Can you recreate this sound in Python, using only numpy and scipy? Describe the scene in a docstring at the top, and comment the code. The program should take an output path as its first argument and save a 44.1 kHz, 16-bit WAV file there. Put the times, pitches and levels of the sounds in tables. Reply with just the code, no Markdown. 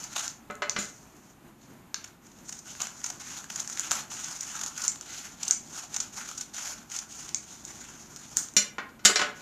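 """In a small bare room, sheets of craft paper are rubbed, folded and cut over a hard table.
The paper hisses as its fibres slip in thousands of tiny clicks, and it snaps when a crease gives way.
Scissors knock and clatter on the table top, making both the steel and the table ring.
The room adds a short echo and a low rumble. One small microphone with a strong treble resonance
feeds both channels."""
import sys
import numpy as np
from scipy import signal
from scipy.fft import rfft, irfft
from scipy.io import wavfile

SR = 44100
rng = np.random.default_rng(int(sys.argv[2]) if len(sys.argv) > 2 else 0)


def master_out(mix):
    """Clip the mix to full scale and print it as 16-bit PCM to the path in sys.argv[1]."""
    frames = np.transpose(np.atleast_2d(mix))
    ceiling = np.clip(frames, -1, 1)
    pcm = np.round(ceiling * 32767).astype(np.int16)
    wavfile.write(sys.argv[1], SR, pcm)


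N = 414981

# Strokes of hand or blade along the paper: t/s, rise/s, length/s, hiss level/dB, sheet against hiss/dB
STROKES = [(0.0, 0.00082, 0.04, -46.5, 3), (0.096, .04, 0.075, -48, 5), (0.146, .015, 0.094, -40.5, -1),
           (0.779, 0.011, 0.063, -40, -3), (0.91, 0.018, 0.39, -65, -7), (1.546, 0.12, 0.18, -67.5, 4.5),
           (1.946, .01, 0.12, -72.5, 15.5), (2.206, 0.04, .2, -66.5, 0), (2.4, .2, 6.0, -68.5, 3),
           (2.428, 0.094, .12, -51, -9), (2.646, 0.024, 0.19, -53, 2), (2.791, 0.015, 0.054, -52, 7),
           (2.925, 0.13, .17, -48, -1), (3.194, 0.0061, 0.19, -47.5, 2), (3.485, 0.054, .14, -46, 0),
           (3.676, 0.024, 0.2, -45, 1), (3.901, 0.009, 0.047, -38.5, 5), (4.098, 0.01, .27, -44.5, -2),
           (4.4, 0.023, .28, -46.5, 1), (4.722, 0.11, 0.14, -43.5, 4), (5.013, .12, 0.27, -49, 3),
           (5.361, 0.15, 0.14, -48, 6.5), (5.621, 0.21, 0.18, -43.5, -0.5),
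           (5.889, 0.028, 0.13, -50.5, 2.5), (6.122, 0.024, 0.17, -46, 1.5), (6.343, .02, 0.07, -49.5, -3),
           (6.531, .01, 0.18, -43.5, 3), (6.89, 0.043, 0.088, -43.5, -0.5), (7.082, .02, 0.2, -47.5, -3),
           (7.343, .02, 0.26, -55.5, -3.5), (7.64, 0.017, 0.39, -54, -0.5), (8.09, .02, 0.3, -54.5, -1.5),
           (8.359, 0.0093, 0.03, -35.5, -8), (9.036, 0.028, .02, -53.5, 17), (9.337, 0.018, .1, -60, 6)]
# Short scuffs of sheet on sheet: t/s, level/dB, sheet against that level/dB
SCUFFS = [(0.038, -33, -28), (0.16, -31.5, 9.5), (0.179, -31, -1), (0.224, -32, -40), (2.0408, -34, -6),
          (2.074, -42, -6), (2.265, -52, -9), (2.315, -51, 4), (2.385, -49, -3), (2.491, -37, -5),
          (2.523, -28.5, -8), (2.588, -41, -20), (3.013, -48, 12), (3.04, -25, -9), (3.0603, -32, -9),
          (3.0995, -23.5, -3), (3.4996, -34, 4), (3.557, -31, -11), (3.575, -38, -2), (3.5966, -25.5, -38),
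          (3.7264, -32, -25), (4.0023, -35, -25), (4.1122, -44, 17), (4.165, -39, -2), (4.241, -33, -20),
          (4.4066, -22, -25), (4.4293, -35, -22), (4.591, -28.5, -9), (4.61, -29.5, 2.5),
          (4.6337, -27.5, -3), (4.6803, -46, -29), (4.7757, -29.5, -6), (4.8164, -23, -24),
          (4.837, -21, -12), (4.848, -23.5, -7), (5.4283, -22, -17), (5.449, -24, -23), (5.4785, -12, -31),
          (5.941, -27, -10), (5.9623, -18.5, -7.5), (6.002, -24, -20), (6.3475, -40, -18),
          (6.3755, -28, -24), (6.409, -23, -12), (6.5356, -47, -31), (6.9146, -35, 2.5), (6.9626, -23, -12),
          (6.9865, -25.5, -16)]
# Creases and blade ticks: t/s, level/dB, sheet against that level/dB, treble tilt/(dB per octave), fold f/Hz
SNAPS = [(0.2794, -18, -40, -5.5, 1460), (0.5103, -39, -10, 12, 1400), (0.5538, -36.5, -12, 17, 1520),
         (0.6962, -12, -24, -6.5, 1350), (1.944, -16.5, -13.5, -6, 1650), (2.752, -49, 5, -5, 1570),
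         (2.804, -28.5, -3.5, 2, 1160), (2.8173, -19.5, -14, 16, 1340), (2.82, -18, -24, -2, 1640),
         (2.8704, -25, -14, 3, 1460), (3.3883, -30, -22, 11, 900), (3.404, -47, -16, -2, 1380),
         (3.4425, -37, -1.5, 11, 1650), (3.676, -22.5, -21, 2, 1700), (3.6991, -28.5, -8.5, 2, 1390),
         (3.774, -27, -12, -9, 1750), (3.7955, -12.5, -19, 17, 1530), (3.911, -13, -18, -2.5, 1510),
         (3.9164, -11, -12, 14.5, 1320), (4.6624, -22, -14, 0, 1300), (4.8648, -34, -9, -10, 1610),
         (4.8801, -7, -29, 7, 2180), (4.959, -33, -16, -11, 1120), (5.011, -26, -15.5, 0, 1470),
         (5.5098, -4.5, -29, 6, 2300), (5.7838, -32, -36, -14, 1260), (6.0027, -17, -28, -3.5, 1380),
         (6.2897, -29.5, -5.5, -2, 1360), (6.314, -32, -5, 4, 1310), (6.9005, -37, -19, -6, 1520),
         (7.2915, -25.5, -25, -8, 1510), (7.3462, -13, -23.5, 1.5, 2340), (7.651, -28.5, -43, 0, 1510),
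         (8.162, -30, -36, -5, 1730), (8.3699, -2, -31, 22, 1820), (8.4864, -33.5, -17, -2, 1500),
         (8.538, -39, -18, 3, 1500)]
# Scissors hitting the table: t/s, level/dB, treble tilt/(dB per octave), table thump level/dB,
# ring against clack/dB, favoured f/Hz
KNOCKS = [(0.5, -24.5, -15.5, -43.5, -7, 1320), (0.621, -14.5, -11, -56, -6, 2080),
          (0.763, -17, -7, -42, -5, 2050), (0.788, -31.5, -3.5, -37, 10, 7000),
          (8.566, -7.5, 1, -36.5, 0, 5800), (8.783, -15.5, -12.5, -50, -20, 1490),
          (8.89, -53, -1, -70, 3.5, 5000), (8.993, -42.5, -7, -60, 2, 5600), (9.05, -1.5, 1, -38, -8, 4170),
          (9.055, -6.5, -2.5, -35, 4.5, 7570), (9.092, -14.5, -19, -53, -20, 1500),
          (9.158, -10.5, -4.5, -63, 2, 3300), (9.193, -9.5, -7.5, -49, -18, 2400),
          (9.215, -11, -7.5, -41, -3, 3280), (9.247, -26, -8, -64, -3, 1490),
          (9.289, -33, -6, -55, -4, 1500)]
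# Ringing notes of the scissors and of the table top: f/Hz, level/dB, time to fade by 60 dB/s
SCISSOR_NOTES = [(587, -19, .12), (738, -17, .1), (1290, -11, .12), (1477, -10, .14), (1690, -14, .08),
                 (2057, -10, .13), (2366, -11, .12), (2546, -14, .08), (2821, -15, .08), (2987, -10, .12),
                 (3368, -11, .1), (3675, -9, .2), (3780, -13, .08), (4089, -9, .12), (4168, -8, .15),
                 (4575, -13, .12), (4812, -9, .13), (5350, -16, .1), (5577, -7, .14), (5697, -9, .1),
                 (5970, -13, .07), (6120, -13, .1), (6245, -16, .1), (6640, -16, .1), (6863, -17, .12),
                 (7085, -11, .12), (7292, -11, .1), (7474, -12, .1), (7690, -13, .09), (7962, -12, .1)]
TABLE_NOTES = [(203, 0.5, 0.2), (247, -3.5, 0.15), (330, -5, 0.2), (415, -3.5, 0.06)]
# Tone colours (how strong each pitch is against the others): f/Hz, level/dB
FIBRE_COLOUR = [(700, -35.5), (2500, -4.5), (4500, 6), (6000, 13), (7500, 5.5), (9000, -5.5), (11000, -24)]   # bright hiss of the fibres
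SHEET_COLOUR = [(200, -53.5), (500, -12.5), (800, 0), (1400, -2), (2000, -2.5), (3000, -0.5), (4400, -3),
                (6000, -10.5)]   # fuller sound of the whole sheet
SIZZLE_COLOUR = [(3000, -58), (6000, -21.5), (9000, 11), (12000, -19), (14000, 8.5)]   # the paper's highest treble
CLACK_COLOUR = [(120, -58), (300, -7.5), (420, 0.5), (550, -16), (1400, 7), (3000, 7), (5500, 7),
                (6700, 1.5), (8000, -2.5), (10000, 0), (12000, -12), (14000, -10)]   # clack of the scissors
RUMBLE_COLOUR = [(15, -38), (25, -12), (59, -6.5), (81, -9), (150, -2), (176, -4), (224, 0), (363, -7),
                 (475, -15.5), (811, -12), (1090, -14.5), (2630, -23), (6540, -36), (13800, -27.5),
                 (15000, -58)]   # background of the room
# How long the room echoes: f/Hz, time to fade by 60 dB/s
ECHO_TIMES = [(300, 0.15), (1500, 0.47), (6000, 0.37), (12000, 0.25)]


def paper_rustle():
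    """Strokes and scuffs make fibres slip; the same tiny clicks drive the hiss, the sheet and the sizzle."""
    fibre_push, sheet_push = np.zeros(N), np.zeros(N)
    for start, rise, length, hiss_db, sheet_db in STROKES:
        fibre_push += stroke(start, rise, length, hiss_db, growth_db=0)
        sheet_push += stroke(start, rise, length, hiss_db + sheet_db, growth_db=3)   # the sheet buckles
    sizzle_push = fibre_push * amp(-10)
    t, scuff_rise_s = np.arange(1500) / SR, 0.0031
    swell = (t / scuff_rise_s * np.exp(1 - t / scuff_rise_s)) ** 2
    for start, level_db, sheet_db in SCUFFS:
        add(fibre_push, start, amp(level_db - 6.5) * swell)
        add(sheet_push, start, amp(level_db + sheet_db - 5.5) * swell)
        add(sizzle_push, start, amp(level_db - 21) * swell)
    slips = fibre_slips(per_s=9000, spread_db=2.5, clump_db=2.5)
    hiss = coloured(slips * fibre_push, FIBRE_COLOUR)
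    sizzle = coloured(slips * sizzle_push, SIZZLE_COLOUR)
    sheet = flexing(coloured(slips * sheet_push, SHEET_COLOUR), waver_db=2.8, rate_hz=9)
    sheet = resonance(sheet, hz=1440, width_hz=174, boost_db=8.5)   # air in the curl of the held sheet
    return amp(-6) * hiss + amp(-4.5) * sheet + amp(5) * sizzle


def stroke(start, rise, length, level_db, growth_db):
    """The pressure of one stroke rises, swells towards the middle and dies away after the end."""
    swell_db, fade_db_per_s = 0.5, 201
    t = np.arange(N) / SR - start
    progress = np.clip(t / length, 0, 1)
    shape_db = swell_db * np.sin(np.pi * progress) + growth_db * (progress - .5)
    fade_db = fade_db_per_s * np.clip(t - length, 0, 1)
    return np.clip(t / max(rise, 1e-3), 0, 1) * amp(level_db + shape_db - fade_db)


def fibre_slips(per_s, spread_db, clump_db):
    """Fibres let go at random and in clumps: many small clicks and a few big ones."""
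    sizes = amp(spread_db * np.minimum(rng.exponential(1, N), 5)) * rng.choice([-1, 1], N)
    slipping = rng.random(N) < per_s / SR
    return rms_one(sizes * slipping * amp(clump_db * drift(rate_hz=31)))


def flexing(x, waver_db, rate_hz):
    """As the sheet bends, its hollow tones come and go: each half octave wavers on its own."""
    out = x.copy()
    for low_hz in 600 * 2 ** np.arange(0, 3, .5):
        band = keep_band(x, low_hz, low_hz * np.sqrt(2), order=1)
        out += band * (amp(waver_db * drift(rate_hz)) - 1)
    return out


def crease_snaps():
    """A crease gives way: one sharp click, a faint spray of smaller ones and a hollow ring of the fold."""
    spray_db, spray_s, fold_ring_s = -24, 0.0035, .012
    crack, sheet, sizzle = np.zeros((3, N))
    t = np.arange(600) / SR
    sprays = rng.standard_normal((len(SNAPS), len(t))) * amp(spray_db) * np.exp(-t / spray_s)
    for (start, level_db, sheet_db, tilt_db, fold_hz), spray in zip(SNAPS, sprays):
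        burst = np.append(np.sign(spray[0]), spray)   # the big click goes first
        fibres = colour_filter(FIBRE_COLOUR, tilt_db, size=512)
        fold = ringing([(fold_hz, level_db + sheet_db - 1, fold_ring_s)], len(t))[0]
        add(crack, start, amp(level_db) * signal.oaconvolve(burst, fibres))
        add(crack, start, fold)
        add(sheet, start, burst * amp(level_db + sheet_db))
        add(sizzle, start, burst * amp(-36 + 0.35 * level_db))   # grows less than the snap does
    sheet, sizzle = coloured(sheet, SHEET_COLOUR), coloured(sizzle, SIZZLE_COLOUR)
    return amp(5.5) * crack + amp(15.5) * sheet + amp(21) * sizzle


def scissor_knocks():
    """A noisy clack sets scissors and table ringing; each blow has its own loudness and brightness."""
    favour_db, favour_octaves = 8.5, 0.091   # where a blow lands lifts the notes around one pitch
    out = np.zeros(N)
    steel, table = ringing(SCISSOR_NOTES, 12000), ringing(TABLE_NOTES, 12000)
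    pitches = np.array(SCISSOR_NOTES)[:, 0]
    chance = rng.standard_normal((len(KNOCKS), 3, 4000))
    chatter = np.exp(-np.arange(4000) / SR / 0.015)   # loose blades rattle for a moment
    for knock, (scatter, signs, noise) in zip(KNOCKS, chance):
        start, level_db, tilt_db, thump_db, ring_db, favoured_hz = knock
        lift_db = favour_db * np.exp(-(np.log2(pitches / favoured_hz) / favour_octaves) ** 2)
        notes_db = tilt_db * octaves(pitches) + lift_db + 2.5 * scatter[:len(steel)]
        steel_gains = amp(level_db + ring_db - 14.5 + notes_db) * np.sign(signs[:len(steel)])
        table_gains = amp(thump_db + 1.4 * scatter[-len(table):])
        clack = signal.oaconvolve(noise * chatter, colour_filter(CLACK_COLOUR, tilt_db))
        add(out, start, steel_gains @ steel + table_gains @ table)
        add(out, start, amp(level_db - 12.5) * clack)
    return out


def room_echo(x):
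    """The nearest wall answers first; then the echoes blur into noise that fades band by band."""
    wall_delay_s = 0.01065
    t, tail = np.arange(SR // 2) / SR, 0
    noise = rng.standard_normal((2, len(t)))
    for k, low_hz in enumerate(150 * 2 ** np.arange(0, 6.5, .5)):
        band = keep_band(noise[k % 2], low_hz, low_hz * np.sqrt(2), order=2)
        tail = tail + band * amp(-60 * t / at_hz(ECHO_TIMES, low_hz * 3.3))
    near_wall = 0.29 * np.exp(-((t - wall_delay_s) / 0.00055) ** 2)
    build_up = np.clip(t / wall_delay_s, 0, 1) ** 6.4
    tail *= build_up + near_wall
    return signal.oaconvolve(x, tail / np.sqrt(np.sum(tail ** 2)))[:N]


def room_rumble():
    """A low rumble and a faint hiss that waver a little."""
    level_db = -54.5 + 1.2 * drift(rate_hz=6)
    return amp(level_db) * coloured(rng.standard_normal(N), RUMBLE_COLOUR, size=16384)


def amp(db):
    """Turns decibels into a number to multiply by."""
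    return 10 ** (np.asarray(db) / 20)


def rms_one(x):
    """Scales a signal so that its average strength (rms) is 1."""
    return x / np.sqrt(np.mean(x ** 2) + 1e-20)


def add(out, start, sound):
    """Mixes a sound in at a time given in seconds."""
    at = round(start * SR)
    out[at:at + len(sound)] += sound[:N - at]


def drift(rate_hz):
    """A smooth random wobble with a typical size of 1."""
    step = 40   # samples between random points
    r = np.exp(-2 * np.pi * step * rate_hz / SR)
    slow = signal.lfilter([1], [1, -2 * r, r * r], rng.standard_normal(N // step + 2002))[2000:]
    return np.interp(np.arange(N) / step, np.arange(len(slow)), rms_one(slow))


def ringing(notes, samples):
    """One fading pure tone for each row of notes."""
    hz, db, fade_s = np.transpose(notes)[:, :, None]
    t = np.arange(samples) / SR
    return amp(db - 60 * t / fade_s) * np.sin(2 * np.pi * hz * t)


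def at_hz(table, hz):
    """Looks up a pitch in a table, gliding between the rows."""
    pitches, values = np.transpose(table)
    return np.interp(np.log(hz + 1), np.log(pitches), values)


def octaves(hz):
    """Octaves above 3000 Hz; pitches under 1000 Hz count as 1000 Hz."""
    return np.log2(np.clip(hz, 1000, None) / 3000)


def colour_filter(colour, tilt_db=0, size=2048):
    """A click with the given tone colour, tilted by tilt_db per octave, to use as a filter."""
    hz = np.fft.rfftfreq(size, 1 / SR)
    cepstrum = irfft(np.log(amp(at_hz(colour, hz) + tilt_db * octaves(hz))))
    cepstrum[1:size // 2] *= 2   # these two lines pack the energy at the start (minimum phase)
    cepstrum[size // 2 + 1:] = 0
    click = irfft(np.exp(rfft(cepstrum)))
    return click / np.sqrt(np.sum(click ** 2))


def coloured(x, colour, size=2048):
    """Gives a sound a tone colour."""
    return signal.oaconvolve(x, colour_filter(colour, size=size))[:N]


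def keep_band(x, low_hz, high_hz, order):
    """Lets through the pitches between two limits."""
    return signal.sosfilt(signal.butter(order, [low_hz, high_hz], "band", fs=SR, output="sos"), x)


def resonance(x, hz, width_hz, boost_db):
    """Makes a sound louder around one pitch."""
    r, angle = np.exp(-np.pi * width_hz / SR), 2 * np.pi * hz / SR
    band = signal.lfilter((1 - r * r) / 2 * np.array([1, 0, -1]), [1, -2 * r * np.cos(angle), r * r], x)
    return x + (amp(boost_db) - 1) * band


def scene():
    """Paper, scissors and room all reach one microphone."""
    hits = crease_snaps() + scissor_knocks()
    paper = paper_rustle()
    echo = amp(-8.5) * room_echo(hits + 0.69 * paper)
    return np.tile(hits + paper + echo + room_rumble(), (2, 1))


def record(dry):
    """The microphone's opening resonates, the treble differs a little left and right, the top is cut."""
    shelf_hz, cutoff_hz = 14150, 15628
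    x = resonance(dry, hz=6800, width_hz=797, boost_db=11.5)
    treble = keep_band(x[0], 4800, 11000, order=4)
    smear = rms_one(rng.standard_normal(400)) / 20   # nine milliseconds of noise
    flicker = amp(-17) * drift(rate_hz=60) * signal.oaconvolve(treble, smear)[:N]
    x = np.tanh(x + flicker * [[1], [-1]])   # tanh rounds off the loudest peaks
    dulled = x * amp(-22) + signal.sosfilt(signal.ellip(10, .3, 50, shelf_hz, fs=SR, output="sos"), x)
    return signal.sosfilt(signal.ellip(10, .3, 60, cutoff_hz, fs=SR, output="sos"), dulled)


dry = scene()
out = record(dry)
master_out(out)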